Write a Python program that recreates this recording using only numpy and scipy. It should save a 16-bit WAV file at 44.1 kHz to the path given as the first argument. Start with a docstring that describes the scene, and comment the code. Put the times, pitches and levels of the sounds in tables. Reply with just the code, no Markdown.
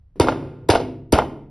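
"""A faint rumble and a soft bump, then three hammer blows on a lump of ice on a loose wooden plank,
close to a two-port microphone in a reverberant room. Each blow cracks the ice with a few glassy snaps,
bends the plank with a falling knock, thumps the table under it and crushes ice into grains.
The plank jumps and clacks back down, and the room rings on behind it."""
import sys
import numpy as np
from scipy import signal
from scipy.fft import rfft, irfft
from scipy.io import wavfile

SR = 44100
rng = np.random.default_rng(int(sys.argv[2]) if len(sys.argv) > 2 else 0)


def dump_mix(stems):
    """Bounce the given channels to the path in sys.argv[1] as a 16-bit WAV at rate SR."""
    frames = np.atleast_2d(stems).T  # one column per channel
    limited = np.clip(frames, -1, 1)  # hard clip at full scale
    pcm = np.round(limited * 32767).astype(np.int16)
    wavfile.write(sys.argv[1], SR, pcm)


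N = 66150


def amp(db):
    """Decibels to gain."""
    return 10 ** (np.asarray(db) / 20)


def read(points, hz, column=1):
    """One column of a table, on a log-frequency axis."""
    table = np.transpose(points)
    return np.interp(np.log(hz + 1), np.log(table[0] + 1), table[column])


def add(mix, s, sound):
    """Mixes a sound in at s seconds."""
    part = mix[..., max(round(s * SR), 0):]
    part += sound[..., :part.shape[-1]]


def clock():
    """Seconds since an event began."""
    return np.arange(N) / SR


def colour(x, spectrum):
    """Gives x a spectrum, at rms 1."""
    y = irfft(rfft(x) * amp(read(spectrum, np.fft.rfftfreq(N, 1 / SR))), N)
    return y / np.sqrt(np.mean(y ** 2))


def wander(seconds):
    """A smooth random drift of rms 1 that changes over the given time."""
    hz = np.fft.rfftfreq(N, 1 / SR)
    y = irfft(rfft(rng.standard_normal(N)) * np.exp(-(hz * seconds) ** 2), N)
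    return y / np.std(y)


def burst(rise_s, fall_s):
    """Straight attack, exponential release."""
    t = clock()
    return np.minimum(t / rise_s, 1) * np.exp(-np.maximum(t - rise_s, 0) / fall_s)


# Each row: frequency in Hz, relative noise density in dB.
RUMBLE_SPECTRUM = [(10, -32), (24, -3), (45, -9), (60, -2.5), (113, -12.5), (300, -39.5), (12000, -77)]
def rumble():
    """Faint, steady low noise in the room, the same at both ports."""
    return amp(-50) * colour(rng.standard_normal(N), RUMBLE_SPECTRUM)


# Each row: frequency in Hz, relative noise density in dB.
BUMP_SPECTRUM = [(60, -13), (380, -5), (650, -29.5), (8000, -56.5)]
def bump(start_s=0.158):
    """A soft low bump with a thin tick on it, just before the first blow."""
    out = np.zeros((2, N))
    add(out, start_s, amp(-39) * burst(0.00067, 0.059) * colour(rng.standard_normal(N), BUMP_SPECTRUM))
    add(out, start_s, amp(-59) * crack(0.00045))
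    return out


def grains(spectrum, per_s=9000, spread_db=3, clump_db=2, side_db=-14):
    """Clumps of tiny fractures of uneven size, a little different at each port."""
    size_db = spread_db * np.minimum(rng.exponential(1, (2, N)), 4)
    size_db += clump_db * np.clip(wander(0.0015), -2, 2)
    sign = rng.choice([-1, 1], (2, N))
    breaks = rng.random((2, N)) < per_s / SR
    mid, side = colour(amp(size_db) * sign * breaks, spectrum)
    return mid + amp(side_db) * np.array([side, -side])


# Each row: frequency in Hz, relative noise density in dB.
CRACK_SPECTRUM = [(1000, 6), (2500, -5.5), (3800, -6.5), (4900, -1.5), (6500, -5.5), (9000, -2),
                  (11000, -6), (12500, -2)]
def crack(seconds):
    """A bright, brief spray of fractures."""
    return burst(seconds, seconds) * grains(CRACK_SPECTRUM)


def flex(hz, glide, rise_s, glide_s, shape):
    """Bending wood: the fast, high waves arrive first, so the pitch falls from hz * (1 + glide) to hz."""
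    t = clock()
    turns = hz * (t + glide * glide_s * (1 - np.exp(-t / glide_s)))
    swell = (t / rise_s * np.exp(1 - t / rise_s)) ** shape
    return swell * np.sin(2 * np.pi * turns)


# Each row: start in seconds; crack level in dB and rise in seconds; knock delay in seconds, level in dB,
# final pitch in Hz and glide as a ratio; thump delay in seconds, level in dB and final pitch in Hz;
# crunch delay in seconds and level in dB; gains of clatter, ring and boom in dB.
BLOWS = [(0.1977, -15.5, 0.0023, 0.0013, -2.5, 325.5, 1.76, 0.0057, -12, 69.4, 0.0081, -22.5, -18.5, -0.5, 0.5),
         (0.6868, -19, 0.0032, .004, -1.5, 342, 1.49, .0100, -12.5, 73.6, 0.011, -17, -14, -2, -2.5),
         (1.1217, -13.5, 0.0041, .0052, -2, 236, 4.22, 0.01113, -9.5, 63.5, .0100, -22, -13, -7, -6)]
def hammer(s, crack_db, crack_s, knock_s, knock_db, knock_hz, glide, thump_s, thump_db, thump_hz,
           crunch_s, crunch_db, clatter_db, ring_db, boom_db):
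    """One blow through ice, plank and table, close by; returns the impact and what rings on."""
    impact, ringing = np.zeros((2, N)), np.zeros(N)
    knock = flex(knock_hz, glide, rise_s=0.0035, glide_s=0.0017, shape=2.05)
    add(impact, s, amp(crack_db) * crack(crack_s))
    add(impact, s + knock_s, amp(knock_db) * knock)
    add(impact, s + thump_s, -amp(thump_db) * thump(thump_hz, rise_s=0.0077))
    add(impact, s + crunch_s, amp(crunch_db) * crunch(rise_s=0.0026, fall_s=0.02))
    add(impact, s + knock_s, amp(clatter_db) * clatter(rise_s=0.0077, fall_s=0.036))
    add(ringing, s + knock_s, amp(ring_db) * struck_ring())
    add(ringing, s + knock_s, amp(boom_db) * boom())
    return impact, ringing


# Each row: frequency in Hz, relative noise density in dB.
WOOD_SPECTRUM = [(40, -25.5), (120, 0.5), (190, -7.5), (260, 4), (400, -1), (650, 6.5), (930, -2.5),
                 (1150, -8.5), (1480, -9.5), (1750, -18.5), (3000, -19.5), (8000, -57)]
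def clatter(rise_s, fall_s):
    """The loose plank rattles in a burst of woody noise."""
    return burst(rise_s, fall_s) * colour(rng.standard_normal(N), WOOD_SPECTRUM)


def ring(modes, waver=0, waver_s=0.051):
    """Dying sines of random phase; waver makes them drift as crowded resonances do."""
    t, out = clock(), np.zeros(N)
    for hz, db, t60 in modes:
        tone = np.exp(2j * np.pi * (hz * t + rng.random()))
        if waver:
            tone *= 1 + waver * (wander(waver_s) + 1j * wander(waver_s))
        out += amp(db - 60 * t / t60) * tone.real
    return out


# Each row: pitch in Hz, relative level in dB, t60 in seconds before the cap at longest_s.
STRUCK_MODES = [(379, -22, 0.21), (914, -19, 0.23), (952, -13, 0.13), (1361, -29, 0.25), (2167, -31, 0.32),
                (2820, -40.5, 0.35), (3645, -36, 0.35), (4750, -33.5, 0.062)]
def struck_ring(longest_s=0.3):
    """Plank and hammer head ring after the blow."""
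    return ring([(hz, db, min(t60, longest_s)) for hz, db, t60 in STRUCK_MODES])


# Each row: pitch in Hz, relative level in dB, t60 in seconds.
BOOM_MODES = [(59.2, -33.5, 0.88), (107.9, -37, 3.1), (140.3, -32, 2.9), (164, -36.5, 1.3),
              (230, -35.5, 1.2), (256.5, -20.5, 0.82), (330.3, -26.5, 1.03), (384.2, -28, 0.98)]
def boom(rise_s=0.017):
    """Low resonances of table and room swell and waver as they die."""
    return np.minimum(clock() / rise_s, 1) * ring(BOOM_MODES, waver=0.31)


# Each row: start in seconds, level in dB, pitch in Hz, fall time in seconds.
SNAPS = [(0.1999, -16, 2350, 0.001), (.2105, -21, 3570, 0.0037), (.6892, -24.5, 3730, 0.0023),
         (0.7042, -19.5, 4810, 0.0055), (0.7495, -17, 2810, 0.0019), (1.1269, -26.5, 4690, 0.0077),
         (1.137, -20, 3030, 0.0026)]
def snaps(blow_s, within_s=0.3, rise_s=0.00029):
    """The ice splits after one blow: each split is a sharp tick with a brief glassy ring."""
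    out = np.zeros((2, N))
    for s, db, hz, fall_s in SNAPS:
        if 0 < s - blow_s < within_s:
            tone = burst(rise_s, fall_s) * np.sin(2 * np.pi * hz * clock())
            tick = amp(-5) * crunch(rise_s, fall_s=0.0009)
            add(out, s, amp(db) * (tone + tick))
    return out


# Each row: frequency in Hz, relative noise density in dB.
CRUNCH_SPECTRUM = [(300, 4.5), (1000, 3.5), (1800, 0), (2800, 3), (4000, -3), (4900, 0), (6300, -8.5),
                   (8000, -10), (10800, -6.5), (12500, -33)]
def crunch(rise_s, fall_s):
    """Ice crushed into grains."""
    return burst(rise_s, fall_s) * grains(CRUNCH_SPECTRUM)


def thump(hz, rise_s):
    """The table bends under the plank for a few low cycles."""
    return flex(hz, glide=0.8, rise_s=rise_s, glide_s=0.0083, shape=1.5)


# Each row: frequency in Hz, relative level in dB, base t60 in seconds.
ROOM_TAIL = [(50, -36.5, 1.2), (136, -2.5, 1.6), (210, -8, 0.79), (307, -7, 0.89), (710, -13, 0.6),
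             (1400, -16.5, 0.55), (2050, -11.5, 0.6), (4800, -13.5, 0.45), (10000, -16, 0.43)]
# Each row: frequency in Hz, side level against mid in dB.
ROOM_WIDTH = [(100, -27.5), (1000, -13.5), (5000, -22), (10000, -12.5)]
# Each row, one to a blow: gain of the tail in dB, factor on its t60.
ROOM_SHARES = [(0.5, 1.323), (1.5, 0.88), (-0.5, 0.91)]
def room(near, blow_index, delay_s=0.0066, build_s=0.0081):
    """The room answers the close sounds with a diffuse tail whose bass outlasts its treble."""
    gain_db, linger = ROOM_SHARES[blow_index]
    hz, t, bands = signal.stft(rng.standard_normal((2, N)), SR, nperseg=512)
    t60 = linger * read(ROOM_TAIL, hz, column=2)[:, None]
    bands *= amp(read(ROOM_TAIL, hz)[:, None] - 60 * t / t60)
    bands *= np.sqrt(2 * np.log(1000) / (t60 * SR))  # a longer decay adds no energy
    bands[1] *= amp(read(ROOM_WIDTH, hz))[:, None]
    onset = np.clip((clock() - delay_s) / build_s, 0, 1)
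    tail = signal.istft(bands, SR, nperseg=512)[1][:, :N] * onset
    mid, side = signal.fftconvolve(near.mean(0)[None], tail, axes=1)[:, :N]
    return amp(gain_db) * (mid + np.array([side, -side]))


# Each row: start in seconds, clack level in dB, final pitch in Hz, clatter and grit levels in dB.
BOUNCES = [(.2445, -12, 332, -33, -37), (.271, -16, 603, -17.5, -37), (.2850, -5, 546, -12, -31.5),
           (.321, -15.5, 487, -21.5, -48.5), (.736, -10.5, 318, -18, -43), (.7532, -6, 566, -10.5, -30),
           (.801, -16, 330, -26, -40), (1.1570, -8, 457, -27, -37.5), (1.176, -15.5, 660, -14.5, -34),
           (1.1875, -2, 559, -11, -38.5), (1.2200, -16, 650, -26.5, -49)]
# Each row: pitch in Hz, relative level in dB, t60 in seconds.
EDGE_MODES = [(890, -8.5, 0.049), (1399, -9, 0.045), (2126, -20.5, 0.043)]
# Each row: frequency in Hz, relative noise density in dB.
GRIT_SPECTRUM = [(2500, -1.5), (5200, -3), (9000, -21.5)]
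def plank(blow_s, within_s=0.3, rise_s=0.00067, second_edge_s=0.00438):
    """The plank bounces on the table after one blow: double clacks with clatter and icy grit."""
    out = np.zeros((2, N))
    for s, db, hz, clatter_db, grit_db in BOUNCES:
        if 0 < s - blow_s < within_s:
            clack = amp(db) * flex(hz, glide=1.263, rise_s=0.0013, glide_s=0.0015, shape=1.82)
            edge = amp(1.56 * db) * ring(EDGE_MODES)  # soft landings ring the edge less
            add(out, s, clack + edge)
            add(out, s + second_edge_s, amp(-18.5) * clack)  # it lands askew, one edge after the other
            add(out, s, amp(clatter_db) * clatter(rise_s, fall_s=0.013))
            add(out, s, amp(grit_db) * burst(rise_s, fall_s=0.018) * grains(GRIT_SPECTRUM))
    return out


def shudder(start_s=1.187):
    """The table sways once more under the heaviest landing."""
    out = np.zeros(N)
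    add(out, start_s, amp(-28.5) * thump(hz=62.2, rise_s=0.022))
    return out


def scene():
    """Blows and bounces up close, with the room and its rumble behind them."""
    out = bump() + rumble() + shudder()
    for index, blow in enumerate(BLOWS):
        impact, ringing = hammer(*blow)
        near = impact + snaps(blow[0]) + plank(blow[0])
        out += near + ringing + room(near, index)
    return out


# Each row: frequency in Hz, phase in radians by which the left port leads; it fades out below treble_hz.
PORT_PHASE = [(3000, .08), (4500, 0.22), (5600, 0.21), (6500, 2.6), (8700, 4.36), (9600, 8.1), (11500, 5.6)]
def record(dry, treble_hz=2500, left_db=-0.12, cutoff_hz=12000):
    """The microphone: its two ports differ in treble phase, peaks round off and the top is cut."""
    hz = np.fft.rfftfreq(2 * N, 1 / SR)
    lead = read(PORT_PHASE, hz) * np.minimum(hz / treble_hz, 1) ** 2
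    right = irfft(rfft(dry[1], 2 * N) * np.exp(-1j * lead))[:N]
    ports = np.array([amp(left_db) * dry[0], right])
    rounded = ports / (1 + ports ** 4) ** (1 / 4)
    lowpass = signal.firwin(151, cutoff_hz, window=("kaiser", 9), fs=SR)
    return signal.oaconvolve(rounded, lowpass[None], "same")


dry = scene()
out = record(dry)
dump_mix(out)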